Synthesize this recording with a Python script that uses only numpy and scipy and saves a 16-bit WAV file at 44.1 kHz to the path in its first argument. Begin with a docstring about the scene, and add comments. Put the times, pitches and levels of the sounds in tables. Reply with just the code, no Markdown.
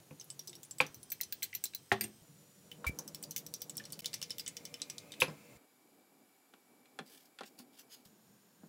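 """In a kitchen, a fork whisks egg in a ceramic bowl on a wooden board: quick tine taps and a few bowl knocks.
Struck objects are decaying sines plus noise; a plastic tub then knocks, and crumbs slide as clumped grains.
Shaped noise makes the low rumble and ridged hiss; their colour and level switch at set moments.
A distant engine hums and briefly whines; low bumps are short decaying sines, some of them soft clicks
close to those switches."""
import sys
import numpy as np
from scipy import signal
from scipy.fft import rfft, irfft
from scipy.io import wavfile

SR = 44100
rng = np.random.default_rng(int(sys.argv[2]) if len(sys.argv) > 2 else 0)


def put_to_file(sound):
    """Save the sound as 16-bit audio at rate SR, in the file named by the first command-line argument."""
    columns = np.atleast_2d(sound).T  # one column per channel
    safe = np.clip(columns, -1, 1)
    whole_steps = np.round(safe * 32767)
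    wavfile.write(sys.argv[1], SR, whole_steps.astype(np.int16))


def natural_amplitude(level_db):
    """Convert a level in decibels to a linear amplitude factor, elementwise."""
    exponent = np.asarray(level_db, float) / 20
    return 10 ** exponent


N = 382788
FREQ = np.maximum(np.fft.rfftfreq(N, 1 / SR), 1)

# tines on ceramic, levels before mixing: start_s, loudest_ring_hz, bowl_wall_db, fork_neck_db, tine_tips_db
TAPS = [(0.1984, 6300, -90, -44.5, -59), (0.211, 5320, -55, -44.5, -43.5), (.243, 11100, -82, -63, -43),
        (0.302, 7900, -57, -36.5, -50), (.393, 5700, -56, -35.5, -37), (0.4736, 6080, -70, -39.5, -42),
        (.478, 5200, -90, -41, -41), (0.4954, 7900, -71, -46.5, -62), (0.53, 3670, -51, -44.5, -75),
        (0.553, 5570, -62, -43.5, -44), (0.6317, 7200, -57, -44, -37), (0.6497, 9250, -63, -49, -62),
        (0.7101, 7680, -69, -37, -45), (0.784, 7900, -53, -42, -40), (0.865, 5820, -67, -43, -44),
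        (0.9444, 5940, -61, -47.5, -35), (1.03, 9900, -85, -43.5, -45), (1.102, 8070, -68, -40.5, -37),
        (1.1185, 12600, -39.5, -36.5, -27), (1.121, 14900, -63, -48, -37), (1.2046, 2010, -40, -52, -64),
        (1.2115, 4110, -57, -28.5, -19), (1.233, 11020, -53, -35.5, -51), (1.3242, 15300, -36.5, -33, -28),
        (1.4225, 13400, -75, -54, -43), (1.4237, 2064, -36.5, -57, -37), (1.4291, 7900, -56, -29.5, -23),
        (1.43, 4090, -37.5, -29.5, -45), (1.44, 12800, -59, -53, -32), (1.5291, 2030, -39.5, -50, -77),
        (1.54, 2700, -52, -54, -38), (1.5498, 12340, -41.5, -33.5, -28), (1.6391, 7700, -41, -28.5, -18),
        (1.655, 4050, -56, -32, -34), (1.7352, 3950, -48, -53, -73), (1.7483, 4120, -49, -36, -25),
        (2.0098, 4740, -28.5, -31.5, -19), (2.035, 8340, -44, -56, -30), (2.04, 8550, -43, -35, -40),
        (2.7151, 3010, -43, -45.5, -41.5), (2.988, 6060, -76, -32.5, -29.5),
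        (3.0775, 6000, -55, -39.5, -37), (3.1466, 5480, -49.5, -35.5, -32), (3.227, 9400, -48, -39.5, -38),
        (3.237, 4840, -65, -36.5, -35), (3.309, 5780, -79, -37, -30.5), (3.316, 4160, -62, -46, -57),
        (3.3625, 6070, -33.5, -30.5, -20), (3.379, 6200, -80, -37.5, -30), (3.3905, 5120, -78, -49, -39),
        (3.4647, 5640, -61, -39.5, -36), (3.539, 5700, -81, -29.5, -32), (3.6055, 5860, -72, -46.5, -74),
        (3.6182, 5680, -51, -34.5, -27.5), (3.696, 7750, -48, -35.5, -36), (3.754, 5400, -68, -51.5, -70),
        (3.7695, 8600, -74, -35.5, -31), (3.7788, 5380, -69, -36, -50), (3.7989, 1770, -38.5, -67, -66),
        (3.839, 4100, -61, -45, -62), (3.853, 5570, -73, -40, -65), (3.8554, 4900, -48, -54, -48),
        (3.903, 3250, -66, -46, -56), (3.9222, 9000, -56, -36.5, -29), (3.93, 4550, -62, -38, -60),
        (3.955, 3770, -58, -59, -66), (3.9914, 2580, -47.5, -36, -34), (4.0034, 5400, -82, -46, -42),
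        (4.005, 6860, -66, -55, -46), (4.0446, 3020, -41.5, -39, -40), (4.0585, 3750, -50, -26, -29),
        (4.0664, 4950, -61, -51, -54), (4.131, 4750, -40, -37.5, -56), (4.1403, 5820, -38, -28.5, -32),
        (4.2159, 2980, -45, -30.5, -41), (4.227, 5340, -41, -29.5, -35), (4.297, 3820, -52, -45, -65),
        (4.3051, 5340, -42.5, -29, -41), (4.383, 3540, -44, -36, -30), (4.396, 5020, -45, -32, -34),
        (4.4628, 3430, -43, -32.5, -65), (4.478, 8000, -41, -32.5, -37), (4.4705, 2030, -51, -60, -70),
        (4.568, 5820, -41, -37, -38), (4.6525, 5670, -43.5, -36, -42), (4.741, 5340, -37.5, -39, -40),
        (4.8, 3500, -46, -54, -75), (4.8177, 3920, -48, -28.5, -46), (4.899, 5700, -40, -33, -41),
        (4.9819, 3990, -64, -33.5, -46), (5.12, 3640, -46, -37, -49), (5.138, 3800, -44.5, -49, -64),
        (5.202, 11070, -39, -35, -31), (5.2102, 3800, -36, -30, -29), (5.2814, 5100, -70, -49.5, -70),
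        (5.3, 5100, -70, -55, -65)]
# centres of the tap bands: wall, two of the neck, tips: band_hz
TAP_BANDS_HZ = [2400, 5000, 9000, 13500]
# rings of fork and wet bowl at normal pitch: pitch_hz, relative_db, t60_s
FORK_BOWL_RINGS = [(2136, -1, 0.02814), (2700, -1.5, 0.029), (3025, 6, 0.049), (3500, 0.5, 0.045),
                   (3840, 2.5, 0.0061), (4740, -0.5, 0.037), (5340, 0.5, 0.047), (5620, -6, 0.06),
                   (6080, 6.5, 0.012), (7200, 0, 0.039), (7900, 8, 0.031), (9000, 7.5, 0.0092),
                   (9520, 2, 0.0343), (10080, -8, 0.022), (11150, -9, 0.042), (12400, 5.5, 0.013),
                   (12840, -6, 0.026), (12600, -4, 0.011), (15500, 5, 0.015), (17100, 2.5, 0.028),
                   (20280, 3.5, 0.027)]
# fork falling free against the rim and bouncing: start_s, low_rings_db, middle_ring_db, top_ring_db
FORK_DROPS = [(2.0092, -54, -43, -45), (2.039, -47, -52, -54), (5.203, -31, -35, -50),
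              (5.2113, -38, -44, -52), (5.2238, -39, -44.5, -48.5), (5.233, -50.5, -46.5, -61.5),
              (5.2814, -59, -70, -65), (5.2985, -66, -71, -63)]
# borders between the low, middle and top rings of the free fork: border_hz
FORK_REGISTERS_HZ = [8500, 13000]
# rings of the fork out of the hand, at normal pitch: pitch_hz, relative_db, t60_s
FREE_FORK_RINGS = [(2310, -9, .14), (3130, -4, .05), (3650, 0, .06), (5200, -8, .04), (6150, -2, .05),
                   (11150, 2, .1), (11400, 0, .07), (16930, 3, .12)]
# board knock that comes with each tap, by knock band: relative_to_neck_db
THROUGH_BOWL_DB = [-37, -34.5, -29.5, -29.5, -34]

# bowl on board: start_s, thud_db, hardness_db_per_octave, foot_db, foot_ring_hz
BOWL_KNOCKS = [(0.109, -55.5, -4, -45.5, 2450), (0.803, -34, 6, -8, 2420), (1.917, -31.5, 4, -9.5, 1880),
               (2.011, -57, -1, -36, 2230), (2.043, -57.5, -5.5, -44, 1833), (2.8436, -51.5, 12, -28, 1400),
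               (2.989, -55.5, 6, -48, 1100), (5.2196, -33.5, 4, -7.5, 2570),
               (5.279, -48.5, -2.5, -60, 2400), (5.29, -51, 0, -62, 2400)]
# rings of the board at normal pitch: pitch_hz, relative_db, t60_s
BOARD_RINGS = [(153.4, 5.5, 0.14), (280.6, -2.5, 0.26), (509.4, 9, 0.1), (814, -6, 0.033), (938, 5, 0.039),
               (1075, 4, 0.036), (1432, -15.5, 0.087), (2450, -12, 0.1), (3670, -6.5, 0.03)]
# plastic tub: start_s, thud_db, hardness_db_per_octave, click_db
TUB_KNOCKS = [(6.537, -55.5, 1, -56.5), (6.856, -71, -2, -59), (6.989, -36, 0.5, -40),
              (7.3874, -66, 17, -45.5), (7.408, -39, 4, -46.5), (7.434, -64, -3, -47),
              (7.597, -55, 0.5, -65), (8.633, -53.5, -5, -79)]
# rings of the tub: pitch_hz, relative_db, t60_s
TUB_RINGS = [(250, -1, .11), (441, 0, .08), (777, 2, .05), (1077, -6, .06), (1421, -2, .05),
             (1744, -8, .05), (2708, -8, .04), (3400, -3, .035), (4200, -8, .035)]
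# centres of the knock bands, three for the thud and two for the click: band_hz
KNOCK_BANDS_HZ = [180, 530, 1100, 2400, 6500]
# colour of each knock in the three thud bands and two click bands: relative_db
BOWL_THUD_DB, BOWL_CLICK_DB = [-2, -2, -2], [-15, -20]
TUB_THUD_DB, TUB_CLICK_DB = [-5.5, -5, -5], [1.5, -2.5]

# low bumps and soft clicks, before the bass cut: start_s, level_db, pitch_hz, t60_s
BUMPS = [(.42, -65, 356, 0.3), (.49, -57.5, 356, 0.24), (2.008, -41, 385, 0.092), (2.019, -44.5, 214, 0.2),
         (2.035, -47, 343, 0.2), (2.1, -57, 350, 0.12), (2.099, -56, 213, 0.18), (2.215, -61, 35, 0.065),
         (2.866, -27.5, 66, 0.11), (2.8947, -15, 132, 0.01), (4.015, -65, 40, 0.052),
         (5.55, -56, 80, 0.079), (7.6, -51, 245, 0.18), (8.055, -62.5, 34.7, 0.052)]
# crumbs sliding, before clumping: start_s, gather_s, hold_s, peak_db
CRUMBS = [(7.044, 0.019, 0.025, -65), (7.088, 0.012, 0.09, -61), (7.184, .02, 0.065, -68.5),
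          (7.431, 0.029, 0.013, -57), (7.576, 0.015, 0.005, -51.5), (7.717, 0.013, 0.041, -69.5),
          (7.767, 0.0092, 0.0076, -60.5), (7.785, 0.0089, 0.011, -58.5), (7.887, 0.029, 0.032, -54.5),
          (7.966, 0.019, 0.031, -73.5), (8.047, 0.0064, 0.0037, -59)]
# spectrum of the crumbs: frequency_hz, relative_density_db_per_hz
CRUMB_COLOUR = [(600, -24), (1200, -13.5), (1490, -8), (2500, -9), (3000, 0.5), (3800, -5.5), (4800, -1.5),
                (6200, -6), (13000, -8.5), (16000, -8.5)]

# the far engine revs: time_s, pitch_hz, level_db
WHINE = [(4.6, 1200, -90), (4.85, 1225, -73), (5.15, 1265, -73), (5.57, 1330, -76)]
# borders between the deep, low, upper and hiss registers: border_hz
ROOM_EDGES_HZ = [110, 800, 3300]
# smooth spectrum of the background: frequency_hz, relative_density_db_per_hz
ROOM_COLOUR = [(15, -68), (45, -42.5), (110, -11), (156, -5.5), (291, 0), (391, -0.5), (586, -7),
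               (1500, -13), (2320, -22.5), (3290, -30.5), (5060, -32.5), (6990, -33.5), (15700, -35)]
# ridges, one list for each background stretch: centre_hz, lift_db
RIDGES = [
    [(150, 11), (5964, 5.5), (6782, 9), (8807, 5), (10766, 6.5), (12450, 7)],
    [(3165, 9), (5200, 9), (5900, 7.5), (6589, 4.5), (8161, 10.5), (8570, 6.5), (14556, 3)],
    [(172, 6), (5792, 7.5), (7041, 12), (7859, 5), (8850, 6.5), (10850, 7), (11498, 2.5), (12510, 4)],
    [(172, 3.5), (2130, 14), (2350, 11), (7062, 4.5), (7256, 4.5), (7838, 0), (10766, 1)],
    [(258, 6), (775, 5), (2304, 12), (4900, 4), (6200, -5), (7062, 7.5), (7730, 7), (8500, -3.5),
     (9700, 10), (10500, -1.5), (11283, 8), (12123, 10), (13120, 5), (13900, -3.5)],
    [(193, 10), (1593, 4.5), (5426, 5), (6782, 6.5), (7062, 8.5), (9151, 7), (12700, 8), (13329, 7)],
]
# narrow hums of a distant engine in the rumble: pitch_hz, lift_db
HUMS = [(152, 5), (207, 6.1), (290, 6.2), (480, 12), (575, 11.2), (665, 4.5)]
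# background stretches, levels before wander: start_s, deep_db, hiss_db
STRETCHES = [(0.002, -78, -66), (.9, -66.5, -65.5), (2.219, -69, -66.5), (4.018, -68.5, -63.5),
             (5.574, -105, -72.5), (8.06, -81, -70.5)]
# swell of the distant rumble, used around its own mean: time_s, level_db
RUMBLE = [(0.0, -66), (0.6, -67), (1.93, -69), (2.64, -69), (2.95, -55.5), (3.55, -64), (3.92, -57.5),
          (4.3, -64.5), (5.15, -62), (5.44, -61.5), (5.58, -60), (5.7, -71), (6.89, -69.5), (7.2, -70),
          (7.52, -70), (7.98, -69.5), (8.24, -70), (8.68, -68.5)]
# low and upper rumble: mean_db, share of the swell; wander of all four registers: rms_db
RUMBLE_MEAN_DB, RUMBLE_SHARE, WANDER_DB = [-68, -78], [0.97, 0.64], [3.0, 2.4, 0.31, 0.31]
# brief dip in level: start_s, end_s
DIP_S = (4.009, 4.019)

# between these moments the fork, bowl and board modes are lower by this ratio and ring longer
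SLOW_S, SLOW_RATIO = (.9, 2.22), .76
# ring cluster on the half-dry bowl, then once milk floods it: pitch spread (share), t60 (s)
FLOODED_S = 2.8
CLUSTER_SPREAD, CLUSTER_T60_S = (.045, .08), (.036, .028)


def rms_one(x):
    """Scales to unit rms."""
    return x / np.sqrt(np.mean(x ** 2) + 1e-20)


def in_time(rows):
    """Draws curve columns as sample-rate lines."""
    s, *columns = np.transpose(rows)
    return [np.interp(np.arange(N) / SR, s, column) for column in columns]


def at_hz(points, hz):
    """Reads a spectrum on a log-frequency axis."""
    point_hz, point_db = np.transpose(points)
    return np.interp(np.log(hz), np.log(point_hz), point_db)


def coloured(gain):
    """Fresh white noise with the given gain at each frequency."""
    return irfft(rfft(rng.standard_normal(N)) * gain, N)


def filtered(x, order, hz, kind):
    """Butterworth filter with the given edges in Hz."""
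    return signal.sosfilt(signal.butter(order, hz, kind, fs=SR, output="sos"), x)


def add(out, s, piece):
    """Mixes a short sound in at time s."""
    i = round(s * SR)
    out[i:i + len(piece)] += piece[:N - i]


def is_slow(times):
    """Marks the moments when rings are lower and longer."""
    return (times > SLOW_S[0]) & (times < SLOW_S[1])


def ring(clicks, hz, t60):
    """A two-pole resonator: a unit click starts a decaying sine."""
    r, w = natural_amplitude(-60 / (t60 * SR)), 2 * np.pi * hz / SR
    return signal.lfilter([0, np.sin(w)], [1, -2 * r * np.cos(w), r * r], clicks + 1e-18)


def ping(hz, t60, rise_s):
    """One sine that swells briefly and decays."""
    t = np.arange(round(t60 * SR)) / SR
    return np.sin(2 * np.pi * hz * t) * natural_amplitude(-60 * t / t60) * (1 - np.exp(-t / rise_s))


def swell(start, rise_s, hold_s, peak_db, fall_db_per_s):
    """Enters 29 dB under its peak, rises, holds, then fades evenly in dB."""
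    t = np.arange(N) / SR - start
    rise_db = -29 * np.maximum(1 - t / rise_s, 0)
    fall_db = -fall_db_per_s * np.maximum(t - rise_s - hold_s, 0)
    return (t > 0) * natural_amplitude(peak_db + rise_db + fall_db)


def grains(per_s, size_db):
    """Random clicks of uneven size."""
    sizes = natural_amplitude(size_db * np.minimum(rng.exponential(1, N), 5)) * rng.choice([-1, 1], N)
    return rms_one(sizes * (rng.random(N) < per_s / SR))


def struck(times, levels_db, bands_hz, modes, mode_db, spread_db, crack_db, crack_s, tail_db, tail_s,
           top_lag_s=0):
    """Each blow rings every mode at the level of its band, cracks, and leaves noise dying band by band."""
    at, out = np.round(times * SR).astype(int), np.zeros(N)
    chance = np.minimum(rng.standard_normal((len(at), len(modes))), 1)
    slow = is_slow(times)
    for ratio, chosen in [(1, ~slow), (SLOW_RATIO, slow)]:
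        for k, (hz, own_db, t60) in enumerate(modes):
            band_db = np.array([np.interp(np.log(hz * ratio), np.log(bands_hz), row) for row in levels_db])
            blow_db = band_db + own_db + mode_db + spread_db * chance[:, k]
            clicks = np.zeros(N)
            clicks[at] = chosen * natural_amplitude(blow_db) * (-1) ** k
            out += ring(clicks, hz * ratio, t60 / ratio)
    middles = np.sqrt(np.multiply(bands_hz[1:], bands_hz[:-1]))
    edges = [bands_hz[0] ** 2 / middles[0], *middles, min(bands_hz[-1] * 2, .4 * SR)]
    for k, hz in enumerate(bands_hz):
        lag = round(top_lag_s * SR) * (hz == bands_hz[-1])   # the bright rattle follows the blow
        clicks = np.zeros(N)
        clicks[at + lag] = natural_amplitude(levels_db[:, k])
        longer = (3000 / hz) ** 0.45   # lows outlast highs
        shape = np.zeros(N)
        for db, t60 in [(crack_db, crack_s), (tail_db, tail_s)]:
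            decay = natural_amplitude(-60 / (t60 * longer * SR))
            shape += natural_amplitude(db) * signal.lfilter([1], [1, -decay], clicks + 1e-18)
        noise = filtered(shape * rng.standard_normal(N), 2, edges[k:k + 2], "band")
        out += noise * np.sqrt(SR / 2 / (edges[k + 1] - edges[k]))   # makes up for the narrow band
    return out


def tap_levels(rows):
    """Level of each tap in each band: wall below, tips above, the neck strongest near the loudest ring."""
    loudest_hz = rows[:, 1:2]
    focus_hz = np.where(loudest_hz > 11000, 6220, loudest_hz)   # taps on the tips leave the neck near even
    away_octaves = np.abs(np.log2(np.array(TAP_BANDS_HZ[1:3]) / focus_hz))
    neck_db = rows[:, 3:4] - 7 * (away_octaves - away_octaves.min(axis=1, keepdims=True))
    return np.hstack([rows[:, 2:3], neck_db, rows[:, 4:5]])


def scattered_rings(rows, tap_db):
    """Scattered short rings at random pitches after each tap, the later ones weaker."""
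    out = np.zeros(N)
    scatter = rng.random((len(rows), 10, 3))
    for s, band_db, rings in zip(rows[:, 0], tap_db, scatter):
        for pitch, late, weak in rings:
            hz = 2000 * 7.5 ** pitch
            level_db = np.interp(np.log(hz), np.log(TAP_BANDS_HZ), band_db) - 6 - 12 * weak - 14 * late
            add(out, s + .028 * late, natural_amplitude(level_db) * ping(hz, .02, rise_s=.0004))
    return out


def ring_clusters(rows, tap_db):
    """The struck spot lifts one ring, which wet ceramic splits into a rough cluster."""
    out = np.zeros(N)
    scatter = rng.standard_normal((len(rows), 6, 2))
    for s, hz, band_db, cluster in zip(rows[:, 0], rows[:, 1], tap_db, scatter):
        local_db = np.interp(np.log(hz), np.log(TAP_BANDS_HZ), band_db)
        wet = int(s > FLOODED_S)
        t60 = CLUSTER_T60_S[wet]
        add(out, s, natural_amplitude(local_db - 2) * ping(hz, t60, rise_s=.0005))
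        for off, late in cluster:
            part = ping(hz * (1 + CLUSTER_SPREAD[wet] * off), t60, rise_s=.0012)
            add(out, s + .004 * late ** 2, natural_amplitude(local_db - 5 - 3 * late ** 2) * part)
    return out


def fork():
    """Tine taps ring fork and bowl, bounce weakly on another tine, and knock the board faintly."""
    rows = np.array(TAPS)
    start_s, neck_db, tap_db = rows[:, 0], rows[:, 3:4], tap_levels(rows)
    chance = rng.random((len(rows), 4))
    bounce_s = start_s + 0.0016 + 0.0093 * chance[:, 0]
    bounce_db = tap_db - 9 - 9 * chance[:, 1:2]
    brush_s = start_s + 0.036 + 0.055 * chance[:, 2]   # a dull brush as the fork sweeps on
    brush_db = tap_db - [24, 89.6, 36.3, 30] - 14 * chance[:, 3:]
    out = struck(np.concatenate([start_s, bounce_s, brush_s]), np.concatenate([tap_db, bounce_db, brush_db]),
                 TAP_BANDS_HZ, FORK_BOWL_RINGS, mode_db=-16.5, spread_db=6,
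                 crack_db=-6.5, crack_s=0.008, tail_db=-24.5, tail_s=0.15)
    out += scattered_rings(rows, tap_db) + ring_clusters(rows, tap_db)
    knock = struck(start_s, neck_db + THROUGH_BOWL_DB, KNOCK_BANDS_HZ, BOARD_RINGS, mode_db=-12, spread_db=4,
                   crack_db=0, crack_s=0.0097, tail_db=-22.0, tail_s=0.0612)
    return knock + filtered(out, 4, 1600, "high")   # tines are too small for bass


def roughened(x, per_s):
    """Random level changes roughen the ring."""
    knots = np.arange(0, len(x) + SR / per_s, SR / per_s)
    return x * np.interp(np.arange(len(x)), knots, .5 + .8 * rng.standard_normal(len(knots)))


def dropped_fork():
    """Out of the hand the fork rings longer, at its own pitches, roughened by random level changes."""
    rows = np.array(FORK_DROPS)
    out = np.zeros(N)
    for (s, *levels_db), ratio in zip(rows, np.where(is_slow(rows[:, 0]), SLOW_RATIO, 1)):
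        for hz, own_db, t60 in FREE_FORK_RINGS:
            register = np.searchsorted(FORK_REGISTERS_HZ, hz)
            level_db = levels_db[register] + own_db + 2 * rng.standard_normal()
            tone = ping(hz * ratio, t60 / ratio, rise_s=.0004)
            add(out, s, natural_amplitude(level_db) * roughened(tone, 350 * ratio))
    return out


def drag():
    """The fork is dragged off the rim: steel chatters over glaze, bright grit that also drives one ring."""
    grit = grains(15000, size_db=1.5)
    bright = filtered(grit, 2, 2000, "high")
    singing = natural_amplitude(3) * rms_one(ring(grit, 2300, .06))
    bite = swell(2.8645, rise_s=.002, hold_s=.008, peak_db=-40, fall_db_per_s=500)
    before_lift_off = np.arange(N) < 2.897 * SR
    return bite * before_lift_off * (bright + singing)


def knock_levels(rows, thud_db, click_db):
    """Level of each knock in each band: a thud tilted by its hardness below, a click above."""
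    octaves = np.log2(np.array(KNOCK_BANDS_HZ[:3]) / KNOCK_BANDS_HZ[1])
    return np.hstack([rows[:, 1:2] + thud_db + rows[:, 2:3] * octaves, rows[:, 3:4] + click_db])


def bowl():
    """The bowl's foot knocks the board: a short ring, then the wood."""
    rows = np.array(BOWL_KNOCKS)
    levels_db = knock_levels(rows, BOWL_THUD_DB, BOWL_CLICK_DB)
    out = struck(rows[:, 0] + 0.00089, levels_db, KNOCK_BANDS_HZ, BOARD_RINGS, mode_db=-1.0, spread_db=2,
                 crack_db=-8.5, crack_s=0.062, tail_db=-24.0, tail_s=0.232, top_lag_s=0.0034)
    for s, _, _, foot_db, hz in rows:
        add(out, s, natural_amplitude(foot_db) * ping(hz, 0.0098, rise_s=0.00016))
    return filtered(out, 1, 10000, "low")   # a soft, wide contact


def tub():
    """Dull plastic knocks; the thin walls give no deep bass and no top treble."""
    rows = np.array(TUB_KNOCKS)
    levels_db = knock_levels(rows, TUB_THUD_DB, TUB_CLICK_DB)
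    out = struck(rows[:, 0], levels_db, KNOCK_BANDS_HZ, TUB_RINGS, mode_db=-3, spread_db=2,
                 crack_db=-6.5, crack_s=0.044, tail_db=-27.5, tail_s=0.084)
    return filtered(out, 4, [160, 10000], "band")


def crumbs():
    """Thousands of dry grains a second, arriving in clumps; each slide has its own uneven colour."""
    colour = natural_amplitude(at_hz(CRUMB_COLOUR, FREQ))
    clump_knots = natural_amplitude(2.65 * rng.standard_normal(N // 250 + 1))
    clumps = np.interp(np.arange(N), np.arange(0, N, 250), clump_knots)
    patter, out = rfft(grains(7000, size_db=2.2)), np.zeros(N)
    shade_hz = np.geomspace(500, 16000, 40)
    for row in CRUMBS:
        shade_db = 3 * rng.standard_normal(40)
        shade = natural_amplitude(np.interp(np.log(FREQ), np.log(shade_hz), shade_db))
        out += swell(*row, fall_db_per_s=600) * rms_one(irfft(patter * colour * shade, N))
    return clumps * out


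def bumps():
    """Short decaying low sines, some of them soft clicks close to the switches between stretches."""
    out = np.zeros(N)
    for s, level_db, hz, t60 in BUMPS:
        add(out, s, natural_amplitude(level_db) * ping(hz, t60, rise_s=0.23 / hz))
    return filtered(out, 2, 42, "high")


def kitchen(x, t60=0.1366, dull_hz=6000):
    """Dense early echoes dying fast off nearby hard surfaces."""
    t = np.arange(round(.4 * SR)) / SR
    echoes = rng.standard_normal(len(t)) * natural_amplitude(-60 * t / t60) * (t > .003)
    echoes = signal.lfilter(*signal.butter(1, dull_hz, fs=SR), echoes)
    return signal.fftconvolve(x, echoes / np.sqrt(np.sum(echoes ** 2)))[:N]


def whine():
    """The far engine revs: a wavering thin tone gliding up, with a broad wash an octave above."""
    hz, level_db = in_time(WHINE)
    t = np.arange(N) / SR
    heard = (t > WHINE[0][0]) & (t < WHINE[-1][0])
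    phase = 2 * np.pi * np.cumsum(hz) / SR
    waver, wash = (rms_one(coloured(1 / (1 + (FREQ / width_hz) ** 2))) for width_hz in (6, 120))
    return heard * natural_amplitude(level_db) * (waver * np.sin(phase) + natural_amplitude(5) * wash * np.sin(2 * phase))


def ridged(ridges, width_hz):
    """Lift in dB at each frequency from a set of narrow ridges."""
    return sum(lift_db * np.exp(-((FREQ - hz) / width_hz(hz)) ** 2) for hz, lift_db in ridges)


def background():
    """Noise with ridges that switch by stretch; the rumble swells, and every register wanders in level."""
    t, noise = np.arange(N) / SR, np.zeros(N)
    starts, deep_db, hiss_db = np.transpose(STRETCHES)
    hums_db = ridged(HUMS, lambda hz: 15)
    for start, end, ridges in zip(starts, [*starts[1:], 99], RIDGES):
        lift_db = ridged(ridges, lambda hz: 40 + .02 * hz)
        if 2.12 < start < 5.475:   # the stretches in which the engine hums
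            lift_db = lift_db + hums_db
        noise += coloured(natural_amplitude(at_hz(ROOM_COLOUR, FREQ) + lift_db)) * ((t >= start) & (t < end))
    now = np.maximum(np.searchsorted(starts, t) - 1, 0)
    rumble_db = in_time(RUMBLE)[0]
    swing_db = rumble_db - rumble_db.mean()
    rumbles_db = [db + share * swing_db for db, share in zip(RUMBLE_MEAN_DB, RUMBLE_SHARE)]
    levels_db = [deep_db[now], *rumbles_db, hiss_db[now]]
    edges, spectrum, out = [0, *ROOM_EDGES_HZ, SR], rfft(noise), np.zeros(N)
    for low, high, level_db, wander_db in zip(edges, edges[1:], levels_db, WANDER_DB):
        register = 1 / np.sqrt((1 + (low / FREQ) ** 8) * (1 + (FREQ / high) ** 8))
        wander = rms_one(coloured(1 / (1 + (FREQ / 5.5) ** 2)))   # slow, a few Hz
        out += natural_amplitude(level_db + wander_db * wander) * rms_one(irfft(spectrum * register, N))
    return out


def scene():
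    """All sources at one microphone; all but the bumps dip briefly in level."""
    sources = fork() + dropped_fork() + bowl() + tub() + drag()
    near = filtered(sources, 3, 95, "high")   # small objects radiate little deep bass
    from_middle_s = np.abs(np.arange(N) / SR - np.mean(DIP_S))
    dip = np.clip(from_middle_s * 1000 - np.ptp(DIP_S) * 500, .05, 1)   # ramps of about a millisecond
    mix = near + natural_amplitude(-16.0) * kitchen(near) + crumbs() + whine() + background()
    return (mix * dip + bumps())[None]


def low_pass(x):
    """Removes everything above the highest recorded frequency."""
    return signal.sosfilt(signal.butter(12, 16820, fs=SR, output="sos"), x)


def record(dry):
    """The extreme treble is far weaker from 16 kHz, then cut from 17 kHz."""
    body = signal.sosfilt(signal.cheby2(12, 24, 16000, fs=SR, output="sos"), dry)
    cut = signal.sosfilt(signal.cheby2(10, 40, 17000, fs=SR, output="sos"), body)
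    return low_pass(cut)


dry = scene()
out = record(dry)
put_to_file(out)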